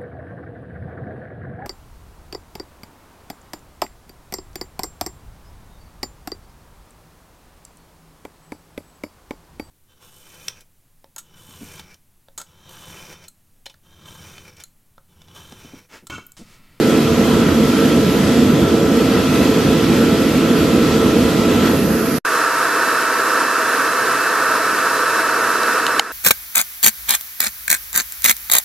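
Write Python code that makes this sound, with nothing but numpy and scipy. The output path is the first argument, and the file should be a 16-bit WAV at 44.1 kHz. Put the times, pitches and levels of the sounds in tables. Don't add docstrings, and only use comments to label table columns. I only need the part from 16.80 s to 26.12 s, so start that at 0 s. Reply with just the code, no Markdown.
import sys
import numpy as np
from scipy import signal
from scipy.io import wavfile
from scipy.ndimage import uniform_filter1d

SR = 44100
rng = np.random.default_rng(int(sys.argv[2]) if len(sys.argv) > 2 else 0)


def generate_wav(sig):
    pcm = np.round(np.clip(np.atleast_2d(sig).T, -1, 1) * 32767).astype(np.int16)
    wavfile.write(sys.argv[1], SR, pcm)


def level_to_linear(level):
    exponent = np.asarray(level, float) / 20
    return 10 ** exponent


N = 411012


def evened(x):
    return x / np.sqrt(np.mean(x ** 2) + 1e-20)


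def read(points, hz):
    f, *columns = np.transpose(points)
    return [np.interp(np.log(hz + 1), np.log(f + 1), c) for c in columns]


def curves(rows):
    s, *columns = np.transpose(rows)
    return [np.interp(np.arange(N) / SR, s, c) for c in columns]


def wander(per_s):
    t = np.arange(0, N + 64, 64) / SR
    hz = np.geomspace(per_s / 8, per_s, 24)
    slow = np.sin(2 * np.pi * (hz * t[:, None] + rng.random(24))) @ hz ** -.5
    return np.interp(np.arange(N) / SR, t, evened(slow))


def ports_at(ports, hz):
    table, opposed_hz, steepness = ports
    same, balance_db = read(table, hz)
    lead_rad = -np.pi * (hz / opposed_hz) ** steepness
    return same, lead_rad, balance_db


def turbulence(spectrum, modes, ports, patchy_db):
    frames, hz = N // 512 + 5, np.fft.rfftfreq(2048, 1 / SR)[:, None]
    a, b, c, d, patches = rng.standard_normal((frames, 1025, 5)).T
    patches = uniform_filter1d(patches, size=24, axis=0)
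    patches = evened(uniform_filter1d(patches, size=10, axis=1))
    same, lead_rad, balance_db = ports_at(ports, hz)
    same = np.clip(same, 0, 1)
    left = a + 1j * b
    right = same * left * np.exp(-1j * lead_rad) + np.sqrt(1 - same ** 2) * (c + 1j * d)
    colour_db = read(spectrum, hz)[0]
    for mode_hz, width_hz, mode_db in modes:
        colour_db = colour_db + mode_db / (1 + (2 * (hz - mode_hz) / width_hz) ** 2)
    z = np.array([left * level_to_linear(balance_db / 2), right / level_to_linear(balance_db / 2)])
    z *= (hz >= spectrum[0][0]) * level_to_linear(colour_db + patchy_db * patches)
    return evened(signal.istft(z, nperseg=2048, noverlap=1536)[1][:, :N])


# (time [s], level [dB])
DRAUGHT = [(0, -.5), (1.5, -0.2), (1.85, -1.5), (2.05, -3), (2.3, 0), (2.7, .5), (3.7, -0.5), (4.6, 0),
           (4.78, .5), (4.87, 2.5), (4.95, 2.5)]
AWAY_DB_PER_S = -12, -5, -12, 10.5, -10
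FLAME_DB, AIR_DB, MOUTH_DB, LEAK_DB = -13, -24.5, -30, -31
TURN_S, SHADE_S, LEAK_LEAD_S = 4.885, .02, .08
SHADE_DB, RUSH_SHADE_DB, LEAK_ONSET_DB = -14, -2, -22


def door_levels():
    t = np.arange(N) / SR - TURN_S
    flame, rush, mouth, leak, tones_db = np.outer(AWAY_DB_PER_S, np.maximum(t, 0))
    shade = np.clip(t / SHADE_S + .5, 0, 1)
    draught_db = curves(DRAUGHT)[0]
    flame_db = FLAME_DB + flame
    air_db = AIR_DB + draught_db + RUSH_SHADE_DB * shade + rush
    mouth_db = MOUTH_DB + 0.53 * draught_db + SHADE_DB * shade + mouth
    leak_db = LEAK_DB + LEAK_ONSET_DB * np.clip(-t / LEAK_LEAD_S, 0, 1) + leak
    return flame_db, air_db, mouth_db, leak_db, tones_db


# (frequency [Hz], likeness [0-1], left minus right [dB]),
# then pitch of opposite phase [Hz], steepness
DOOR_PORTS = [(40, 1, -1.1), (300, 0.98, -1.9), (796, 0.9, -1.5), (1700, 0.43, -.5), (2360, 0.99, 0),
              (4770, 0.38, -2.2), (8500, .1, 2), (11000, 0.16, -1)], 12000, 4.8
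# (frequency [Hz], density [dB per Hz])
FLAME = [(15, -59), (25, -44), (73, -12.5), (113, -12.5), (244, 0), (335, -4), (399, -11), (448, -5.5),
         (599, -18), (672, -17.5), (800, -24), (1040, -62), (1760, -120)]
# (frequency [Hz], width [Hz], level [dB])
CHAMBER = [(86, 19, 5), (157.4, 27, 5.5), (239.4, 20, 4.5), (445, 64, 5), (537, 23, 7.5), (535, 25, -3)]


def flame_roar(level_db):
    throb_db = .3 * wander(30)
    flame = level_to_linear(level_db + throb_db) * turbulence(FLAME, CHAMBER, DOOR_PORTS, patchy_db=-0.74)
    return 1.2 * np.tanh(flame / 1.2)


# (frequency [Hz], density [dB per Hz])
AIR = [(410, 1), (700, -9), (940, -9), (975, -6), (1280, -4.5), (1630, -5.5), (1920, -9), (2170, -10),
       (2580, -5.5), (8480, -21), (13200, -24)]
# (frequency [Hz], width [Hz], level [dB])
PIPE = [(880, 130, 6), (1357, 240, 5), (1880, 106, 5), (1990, 60, 2), (3410, 1200, -5.5), (11940, 2200, 9)]


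def pipe_air(level_db):
    return level_to_linear(level_db) * turbulence(AIR, PIPE, DOOR_PORTS, patchy_db=1.5)


# (frequency [Hz], density [dB per Hz])
MOUTH = [(1500, -27), (2000, -3), (2500, -8), (3400, -2.5), (4200, -5.5), (6000, -9.5), (8000, -11.5),
         (10000, -38)]
# (frequency [Hz], width [Hz], level [dB])
LIP = [(2560, 150, 4), (3110, 130, 5), (3390, 100, 4.5), (3870, 69, 1)]


def mouth_hiss(level_db):
    return level_to_linear(level_db) * turbulence(MOUTH, LIP, DOOR_PORTS, patchy_db=0.95)


# (time [s], speed [turns/s])
SHAFT = [
    (0, 331.8),
    (5.4, 331.8),
    (5.44, 329.55),
    (7.2, 329.42),
    (7.7, 329.15),
    (8.4, 329.1),
    (9.32, 328.95),
]
SHUT_S, SHUT_DB = 3.2, 3.5


def motor(orders, levels_db, ports, waver_db):
    turns = np.cumsum(curves(SHAFT)[0] * (1 + .0004 * wander(6))) / SR
    shut_db = SHUT_DB * np.clip(np.arange(N) / SR - SHUT_S, 0, 1)
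    out = np.zeros((2, N))
    for order, db in zip(orders, levels_db):
        _, lead_rad, balance_db = ports_at(ports, order * SHAFT[0][1])
        phase = 2 * np.pi * (order * turns + rng.random()) + np.array([[lead_rad], [0]])
        strength = level_to_linear(db + waver_db * np.sqrt(order) * wander(10) + shut_db * (order == 2))
        balance = level_to_linear(np.array([[.5], [-.5]]) * balance_db)
        out += strength * np.sqrt(2) * np.sin(phase) * balance
    return out


# (frequency [Hz], density [dB per Hz])
JET = [(3500, -8), (5000, -6), (7000, -10), (9000, -18), (10700, -4), (12600, -4), (13200, -6.5)]
LEAK_PORTS = [(100, .1, -11), (20000, .1, -25)], 13000, 3.0


def leak_hiss(level_db):
    return level_to_linear(level_db) * turbulence(JET, [], LEAK_PORTS, patchy_db=-0.5)


DOOR_ORDERS = [1, 2, 3, 3.638, 3.73, 4, 4.36, 5, 6, 10, 12]
DOOR_TONES_DB = [-28, -37.5, -40, -45.5, -55, -34.5, -52, -48, -46, -48, -58]


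def fire_door():
    flame_db, air_db, mouth_db, leak_db, tones_db = door_levels()
    gusts_db = 0.37 * wander(14)
    air = pipe_air(air_db + gusts_db) + mouth_hiss(mouth_db + gusts_db)
    tones = level_to_linear(tones_db) * motor(DOOR_ORDERS, DOOR_TONES_DB, DOOR_PORTS, waver_db=.9)
    return flame_roar(flame_db) + air + tones + leak_hiss(leak_db)


LEAVE_S, ARRIVE_S = 5.3855, 5.4497


def scene_change():
    t = np.arange(N) / SR
    leaving = level_to_linear(-18 - 1800 * np.maximum(t - LEAVE_S, 0))
    arriving = level_to_linear(-26 - 5000 * np.maximum(ARRIVE_S - t, 0)) * (t > ARRIVE_S - .0045)
    return np.where((t < LEAVE_S) | (t > ARRIVE_S), 1, leaving + arriving)


ANVIL_PORTS = [(70, 0.19, -.3), (200, 0.88, -.8), (427, 0.99, -1.3), (1200, 0.96, -1.6),
               (3400, 0.91, -0.91), (4800, 0.35, -.5), (7500, .2, -1.6), (12500, 0.28, -1.7)], 10600, 1.9
# (frequency [Hz], density [dB per Hz])
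DRONE = [(12, -67), (20, -39), (80, -21.5), (103, -41), (124, -17.5), (157, -21.5), (309, -4.5),
         (362, -8.5), (385, -5.5), (458, -1.5), (528, -2), (580, -21), (638, -0.5), (735, -12), (860, -10),
         (1120, -18), (1890, -120)]
# (frequency [Hz], density [dB per Hz])
RUSH = [(470, -39), (800, -51), (932, -11), (1040, -8.5), (1290, -6), (1400, -8), (1780, -7.5), (2070, -19),
        (2710, -19), (3270, -25), (3850, -22.5), (5410, -21), (6160, -24), (11900, -24), (13200, -26.5)]
# (frequency [Hz], width [Hz], level [dB])
HOUSING = [(924, 31, 9), (1170, 83, 5), (1496, 280, 6.5), (1800, 26, 4), (2240, 120, 2.5), (5330, 120, 3.5)]
ANVIL_ORDERS = [4, 8, 9.45, 10.34, 10.54, 12, 13.45, 13.82, 20]
ANVIL_TONES_DB = [-26.3, -38.3, -54, -57, -53, -43.5, -53, -54, -45]
DRONE_DB, RUSH_DB = -25.7, -17.5


def blower():
    gusts_db = .45 * wander(18)
    drone = level_to_linear(DRONE_DB + gusts_db) * turbulence(DRONE, [], ANVIL_PORTS, patchy_db=0.65)
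    rush = level_to_linear(RUSH_DB + gusts_db) * turbulence(RUSH, HOUSING, ANVIL_PORTS, patchy_db=0.3)
    return drone + rush + motor(ANVIL_ORDERS, ANVIL_TONES_DB, ANVIL_PORTS, waver_db=.5)


# (time [s], frequency [Hz])
HUM = [
    (5.4, 138),
    (7.0, 137),
    (7.5, 128),
    (9.32, 127),
]
HUM_DB = -53.5


def far_hum():
    phase = 2 * np.pi * np.cumsum(curves(HUM)[0]) / SR
    return level_to_linear(HUM_DB + 2.1 * wander(5)) * np.sqrt(2) * np.sin(phase)


# (time [s], peak [dB], weight of low modes [dB], pitch factor [1])
HITS = [
    (8.833, -13, -20, 1.3),
    (9.0660, -4, -20, .98),
    (9.0775, -15, -10, .9),
    (9.1952, 5.5, -2, 1),
    (9.1998, -11, -20, 1.65),
]
# (frequency [Hz], level [dB], t60 [s])
STEEL = [(820, -4, .03), (1620, -7, .025), (2150, -3, .018), (3060, 0, .013), (3820, -1, .007),
         (4250, -1, .008), (4850, -10, .008), (6050, -9, .007), (6700, -7, .011), (7350, -8, .008),
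         (8400, -8, .005), (9400, -11, .005), (10700, -7, .003), (12400, -11, .003)]
RISE_CYCLES = .5


def steel():
    out, t = np.zeros((2, N)), np.arange(1000) / SR
    for s, peak_db, low_db, pitch in HITS:
        ring = np.zeros(1000)
        for hz, db, t60_s in STEEL:
            decay = level_to_linear(db + low_db * (hz < 2500) - 60 * t / t60_s)
            rise = 1 - np.exp(-t * hz / RISE_CYCLES)
            ring += decay * rise * np.sin(2 * np.pi * hz * pitch * t)
        at = round(s * SR)
        out[:, at:at + 1000] += ring * level_to_linear(peak_db) / abs(ring).max()
    return out * level_to_linear(np.array([[-.6], [.6]]))


def scene():
    first = np.arange(N) / SR < (LEAVE_S + ARRIVE_S) / 2
    return np.where(first, fire_door(), blower() + far_hum() + steel())


STARVED_HZ, STARVED_SPREAD_HZ = 8900, 1500


def treble_holes(x, depth_db):
    hz, _, z = signal.stft(x, SR, nperseg=1024, noverlap=768)
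    hz = hz[:, None]
    chance = uniform_filter1d(rng.standard_normal(z.shape[1:]), size=5, axis=0)
    chance = evened(uniform_filter1d(chance, size=9, axis=1))
    chance += 0.4 * np.exp(-((hz - STARVED_HZ) / STARVED_SPREAD_HZ) ** 2)
    empty = np.clip(4 * (chance - 1.75), 0, 1) * np.clip(hz / 3000 - 1, 0, 1)
    return signal.istft(z / level_to_linear(depth_db * empty), SR, nperseg=1024, noverlap=768)[1][:, :N]


def gain_cut_db(dry):
    sharp = np.diff(dry, prepend=0)
    power_db = 10 * np.log10(signal.lfilter([.01], [1, -.99], (sharp ** 2).mean(0)) + 1e-12)
    fall_db = np.arange(N) * 8. / SR
    over_db = np.maximum(np.maximum.accumulate(power_db + fall_db) - fall_db + 19., 0)
    over_db = np.roll(over_db, round(.0028 * SR)) * (fall_db > 1)
    quick, slow = np.exp(-1 / (.001 * SR)), np.exp(-1 / (.025 * SR))
    cut_db = 0.9 * signal.lfilter([1 - quick], [1, -quick], over_db)
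    return cut_db + 0.54 * signal.lfilter([1 - slow], [1, -slow], over_db)


def band_limit(x):
    return signal.sosfilt(signal.butter(12, 14400, fs=SR, output="sos"), x)


def record(dry):
    ducked = np.clip(dry / level_to_linear(gain_cut_db(dry)), -1, 1)
    holed = treble_holes(ducked, depth_db=47.0)
    edge = signal.firwin(801, 13190, window=("kaiser", 8), fs=SR)
    limited = signal.oaconvolve(holed, edge[None], "same")
    mix = np.clip(limited, -1, 1) * scene_change() - .0004
    return band_limit(mix)


dry = scene()
out = record(dry)
generate_wav(out)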